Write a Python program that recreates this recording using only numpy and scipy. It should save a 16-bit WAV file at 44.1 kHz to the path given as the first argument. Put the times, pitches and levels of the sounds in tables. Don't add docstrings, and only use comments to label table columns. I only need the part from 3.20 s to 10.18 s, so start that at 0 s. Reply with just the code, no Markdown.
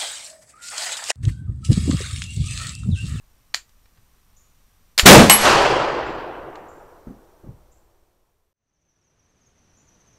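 import sys
import numpy as np
from scipy import signal
from scipy.fft import rfft, irfft, next_fast_len
from scipy.io import wavfile
from scipy.ndimage import uniform_filter1d, map_coordinates

SR = 44100
rng = np.random.default_rng(int(sys.argv[2]) if len(sys.argv) > 2 else 0)


def generate_wav(sig):
    pcm = np.round(np.clip(np.atleast_2d(sig).T, -1, 1) * 32767).astype(np.int16)
    wavfile.write(sys.argv[1], SR, pcm)


N = 307818
T = np.arange(N) / SR
SHOT_S, SHOCK_ATTACK_S = 1.8605, .005
# frequency in Hz, density in dB.
CRACK_SPECTRUM = [(100, -19), (500, -4.5), (1200, 0.5), (2800, -4.5), (5000, -9), (8000, -12),
                  (12000, -22.5), (16000, -35.5)]


def amp(db):
    return 10 ** (np.asarray(db) / 20)


def unit(x):
    return x / np.sqrt(np.mean(x ** 2) + 1e-20)


def along(points, hz):
    freqs, values = np.transpose(points)
    return np.interp(np.log(hz + 1e-6), np.log(freqs), values)


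def filtered(x, response):
    size = next_fast_len(len(x) + 8192)
    return irfft(rfft(x, size) * response(np.fft.rfftfreq(size, 1 / SR)), size)[:len(x)]


def noise(colour_db, size=N):
    return unit(filtered(rng.standard_normal(size), lambda hz: amp(colour_db(hz))))


def wander(t, per_s, points):
    return map_coordinates(rng.standard_normal(points), [t * per_s])


def decay(t, t60):
    return np.exp(-np.log(1000) * t / t60)


def envelope(s, attack, hold, t60):
    return decay(np.maximum(s - T, 0), attack) * decay(np.maximum(T - s - hold, 0), t60)


def add(track, s, sound):
    part = track[round(s * SR):][:len(sound)]
    part += sound[:len(part)]


def trees(x, t60, wet_db):
    tail = rng.standard_normal(SR) * decay(T[:SR], t60)
    return x + amp(wet_db) * signal.fftconvolve(x, tail / np.linalg.norm(tail))[:len(x)]


def insect(rate, pitch_hz, db, fall=0.14, uneven_db=4.5, overtone_db=-23, wet_db=-3):
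    pace, drift, effort = [wander(T, per_s=20, points=200) for _ in range(3)]
    cycle = (rng.random() + np.cumsum(rate * (1 + .1 * pace)) / SR) % 1
    stroke = np.minimum(2 * cycle, 1)
    phase = 2 * np.pi * np.cumsum(pitch_hz * (1 + fall * (.5 - stroke) + 0.02 * drift)) / SR
    tone = np.sin(phase) + amp(overtone_db) * np.sin(2 * phase)
    song = amp(uneven_db * effort) * np.sin(np.pi * stroke) * tone
    return amp(db) * unit(trees(song, t60=.3, wet_db=wet_db))


def meadow():
    # frequency in Hz, density in dB.
    air_spectrum = [(20, 3.5), (66, -5), (130, -14), (220, -18.5), (370, -24.5), (900, -25), (1160, -22.5),
                    (1400, -27), (2300, -28.5), (4700, -31.5), (9000, -32), (15500, -38.5)]
    # frequency in Hz, rms level in dB.
    whine_tones = [(11972, -78), (12032, -77), (12091, -87)]
    air = amp(-57) * noise(lambda hz: along(air_spectrum, hz))
    whine = sum(np.sqrt(2) * amp(db) * np.sin(2 * np.pi * hz * T) for hz, db in whine_tones)
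    return air + whine + insect(rate=17, pitch_hz=5820, db=-79, uneven_db=1, wet_db=12)


def later_meadow():
    # frequency in Hz, density in dB.
    air_spectrum = [(20, -2), (90, 1), (250, -7), (630, -12.5), (1160, -16), (2000, -18.5), (4900, -25.5),
                    (6100, -20.5), (7200, -30), (11400, -36), (15500, -48)]
    # wing strokes per second, pitch in Hz, rms level in dB.
    singers = [(16, 5900, -70), (17, 6280, -70.5), (16, 6100, -73), (16.5, 6000, -75)]
    air = amp(-60) * noise(lambda hz: along(air_spectrum, hz))
    return air + sum(insect(rate, hz, db) for rate, hz, db in singers)


def bird():
    # start in seconds, relative level in dB, top pitch in Hz.
    chips = [(1.157, -50, 7140), (2.852, -51, 7700), (3.474, -52, 7600), (4.508, -52, 7730),
             (6.56, -53, 7150)]
    out, t = np.zeros(N), T[:SR // 2]
    progress = np.minimum(t / .016, 1)
    for s, db, top_hz in chips:
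        pitch = top_hz * (1 - 0.31 * (1 - progress) ** 3)
        chip = np.sin(np.pi * progress) * np.sin(2 * np.pi * np.cumsum(pitch) / SR)
        add(out, s + .005, amp(db - 10) * trees(chip, t60=.55, wet_db=10))
    return out


def thuds():
    # start in seconds, level in dB, centre in Hz, rise and t60 in seconds.
    events = [(.76, -51, 130, .01, 0.21), (3.869, -34, 240, 0.0013, 0.37), (4.232, -32.5, 228, 0.009, 0.23),
              (4.26, -29.5, 117, 0.0083, 0.32), (4.28, -47.5, 53.5, .04, 2.1)]
    # multiple of the centre frequency, density in dB.
    spectrum = [(.15, -9.5), (.5, -12.5), (1, -5), (1.6, -17.5), (3, -25.5), (8, -44), (30, -90)]
    out, t = np.zeros(N), T[:SR]
    for s, db, centre_hz, rise, t60 in events:
        body = noise(lambda hz: along(spectrum, hz / centre_hz), size=SR)
        add(out, s, amp(db) * body * (1 - np.exp(-t / rise)) * decay(t, t60))
    return out


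def valley():
    # frequency in Hz, density in dB.
    spectrum = [(30, -5), (120, -13), (230, -11), (340, 3), (550, -1), (900, -3.5), (1500, -13.5),
                (3000, -32)]
    swell = envelope(4.1, attack=4, hold=0, t60=8.1) * (T > SHOT_S)
    return amp(-56) * swell * noise(lambda hz: along(spectrum, hz))


def hillside():
    # frequency in Hz, density in dB.
    spectrum = [(20, -12.5), (35, -11), (80, -10.5), (140, -6), (220, -11.5), (335, 0), (650, 0),
                (1000, 0.5), (1500, -4.5), (2200, -10), (2800, -8), (3600, -13.5), (5000, -13.5),
                (8000, -22), (15000, -44)]
    # frequency in Hz, t60 in seconds.
    decay_times = [(30, 3.4), (150, 2.16), (400, 2.45), (1000, 2.13), (2000, 1.815), (3000, 1.52),
                   (5000, 1.146), (8000, 0.83), (14000, 0.56)]
    arrival_s, hold_s = 2.255, 0.029
    level_db, patchy_db, crackle_db = -10.5, 1.3, .8
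    freqs, times, bands = signal.stft(noise(lambda hz: along(spectrum, hz)), SR, nperseg=1024)
    clumps = unit(uniform_filter1d(uniform_filter1d(rng.standard_normal(bands.shape), 6, 0), 5, 1))
    dying = decay(np.maximum(times - arrival_s - hold_s, 0), along(decay_times, freqs)[:, None])
    roll = signal.istft(bands * dying * amp(patchy_db * clumps), SR, nperseg=1024)[1][:N]
    trunks = wander(T, per_s=150, points=1200)
    ahead_s = np.maximum(arrival_s - T, 0)
    slope = decay(ahead_s, .14)
    bushes = amp(-10) * decay(ahead_s, .9)
    return amp(level_db + crackle_db * trunks) * np.maximum(slope, bushes) * roll * (T > SHOT_S)


def near_trees():
    swell = envelope(2.24, attack=1.0, hold=0, t60=.28) * (T > SHOT_S)
    return amp(-19.5) * swell * noise(lambda hz: along(CRACK_SPECTRUM, hz))


def panel():
    # frequency in Hz, width of its waver in Hz, level in dB, t60 in seconds.
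    modes = [(156, 14, -16.5, 0.47), (214.6, 17, -10.5, 0.9)]
    out, t = np.zeros(N), T[:SR]
    for hz, width, db, t60 in modes:
        waver = wander(t, per_s=30, points=40)
        phase = 2 * np.pi * np.cumsum(hz + width / 2 * waver) / SR
        add(out, 1.93, amp(db) * np.sin(phase) * (1 - np.exp(-t / .02)) * decay(t, t60))
    return out


def plate():
    # frequency in Hz, relative level in dB, t60 in seconds.
    modes = [(816.7, -14.5, .25), (1090, -16.5, 0.1), (2970, -9, 0.29), (4300, -21, 0.34),
             (4496, -21.5, .3), (4885, -37, 2), (5539, -20, 0.24), (7284, -15, .15), (7824, -12.5, 0.23),
             (8310, 1, 0.14), (9900, -21.5, .25), (11255, 0, .19), (11266, -3.5, 0.24), (11590, -25.5, .2),
             (12760, -20.5, .15), (14380, -25, .2)]
    # frequency in Hz, density in dB.
    smack_spectrum = [(150, -17.5), (600, -4.5), (1100, 2), (1500, -8.5), (2200, 0.5), (3500, -9.5),
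                      (6000, -11.5), (9000, -18.5), (16000, -30)]
    out, t = np.zeros(N), T[:SR]
    ring = sum(amp(db) * decay(t, t60) * np.sin(2 * np.pi * hz * t + rng.uniform(0, 2 * np.pi))
               for hz, db, t60 in modes)
    smack = noise(lambda hz: along(smack_spectrum, hz), size=SR)
    smack *= amp(13) * decay(t, .016) + amp(-6.5) * decay(t, 0.27)
    add(out, 2.097, trees(amp(-0.5) * ring, t60=.6, wet_db=-16.5) + smack)
    return out


def snaps():
    # start in seconds, level in dB, t60 in seconds, tilt in dB per octave, ring-on in dB.
    events = [(0.341, -25.5, 0.017, -2, -9), (0.3445, -11.5, .016, 0.5, -15.5), (.493, -55, 0.024, 2, -16),
              (.657, -54.5, .025, -7, -20), (.774, -60, .06, -7, -15), (1.7787, -10.5, 0.043, 0.5, -13.5),
              (1.7878, -5.5, .02, 1, -14), (1.7952, -1, .025, -3.5, -17), (3.356, -38, 0.023, -7, -20)]
    # frequency in Hz, density in dB.
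    snap_spectrum = [(100, -33), (330, -28), (480, -12.5), (700, -7), (900, -9.5), (1500, -2), (2700, -3),
                     (4200, -0.5), (5500, -5.5), (7200, -4.5), (8200, -10.5), (13000, -19), (15500, -26)]
    # centre in Hz, width in Hz, relative strength in dB.
    resonances = [(1850, 140, -1.5), (2431, 99, -1), (3030, 63, -1), (4620, 480, 0), (5470, 110, -1.5),
                  (6400, 80, -3.5), (7010, 96, -4.5), (7600, 140, -4.5)]
    # frequency in Hz, density in dB.
    spring_spectrum = [(5500, -39), (6600, -9), (7100, -0.5), (7600, -5.5), (8800, -39.5)]
    out, t = np.zeros(N), T[:SR // 2]
    peaks = lambda hz: sum(amp(db + 11) / (1 + (2 * (hz - centre) / width) ** 2)
                           for centre, width, db in resonances)
    metal_db = lambda hz: along(snap_spectrum, hz) + 10 * np.log10(1 + peaks(hz))
    contact_loss_db = lambda hz: 10 * np.log10(1 + (hz / 10500) ** 4)
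    for s, db, t60, tilt_db, ring_db in events:
        colour = lambda hz: metal_db(hz) + tilt_db * np.log2(hz / 3000 + 0.086)
        burst = noise(lambda hz: colour(hz) - contact_loss_db(hz), size=len(t)) * decay(t, t60)
        scatter = noise(colour, size=len(t)) * decay(t, 0.15)
        zing = amp(-9) * noise(lambda hz: along(spring_spectrum, hz), size=len(t)) * decay(t, .17)
        ring_on = amp(ring_db) * (scatter + zing) * (1 - np.exp(-t / .003))
        add(out, s, amp(db) * (burst + ring_on))
    return out


def priming():
    # frequency in Hz, density in dB.
    spectrum = [(1000, -25), (5000, -6), (9000, -1), (13000, -2.5), (16000, -12)]
    burn = envelope(1.78, attack=.004, hold=.025, t60=.1)
    return amp(-25.5) * burn * noise(lambda hz: along(spectrum, hz))


def rumble():
    # frequency in Hz, density in dB.
    spectrum = [(20, -2), (45, 0), (80, -7.5), (160, -25), (400, -60)]
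    linger = envelope(SHOT_S, SHOCK_ATTACK_S, hold=0, t60=1.0)
    return amp(-16.5) * linger * noise(lambda hz: along(spectrum, hz))


def blast():
    # peak time in seconds, dB, attack and t60 in seconds.
    gas_puffs = [(1.836, -30.5, 0.069, .12), (1.858, -17, .02, .02)]
    # frequency in Hz, density in dB.
    boom_spectrum = [(20, -20), (60, -15), (110, -5), (170, -0.5), (280, -4), (450, -3.5), (800, -10),
                     (1600, -25.5), (5000, -51.5)]
    puffs = sum(amp(db) * envelope(s, attack, 0, t60) for s, db, attack, t60 in gas_puffs)
    boom = amp(9.5) * envelope(SHOT_S, SHOCK_ATTACK_S, hold=.072, t60=.34)
    crack = amp(13) * envelope(SHOT_S, SHOCK_ATTACK_S, hold=.02, t60=.33)
    out = (puffs + boom) * noise(lambda hz: along(boom_spectrum, hz))
    out += (puffs + crack) * noise(lambda hz: along(CRACK_SPECTRUM, hz))
    swell_age = (T - 1.839) / .0035
    out -= .42 * swell_age * np.exp(-swell_age ** 2 / 2) * np.where(swell_age < 0, 1, .6)
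    shock_age = T[:SR // 10] / 0.0019
    add(out, 1.8586, 7 * (1 - shock_age) * np.exp(-shock_age))
    return out


def scene():
    fade_from_s, fade_out_s, cut_s, fade_in_s = 3.83, 1.78, 5.33, 1.46
    fade_out = np.clip(1 - (T - fade_from_s) / fade_out_s, 0, 1) * (T < cut_s)
    fade_in = np.clip((T - cut_s) / fade_in_s, 0, 1)
    echoes = near_trees() + hillside() + valley()
    shot = snaps() + priming() + blast() + rumble() + panel() + plate() + echoes + thuds() + meadow()
    mono = fade_out * shot + fade_in * later_meadow() + (fade_out + fade_in) * bird()
    return np.array([mono, mono])


def record(dry):
    ceiling, hardness, top_hz = .87, 5, 15750
    clipped = dry / (1 + np.abs(dry / ceiling) ** hardness) ** (1 / hardness)
    band = lambda hz: 1 / (1 + (hz / top_hz) ** 300)
    return np.array([filtered(channel, band) for channel in clipped])


dry = scene()
out = record(dry)
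generate_wav(out)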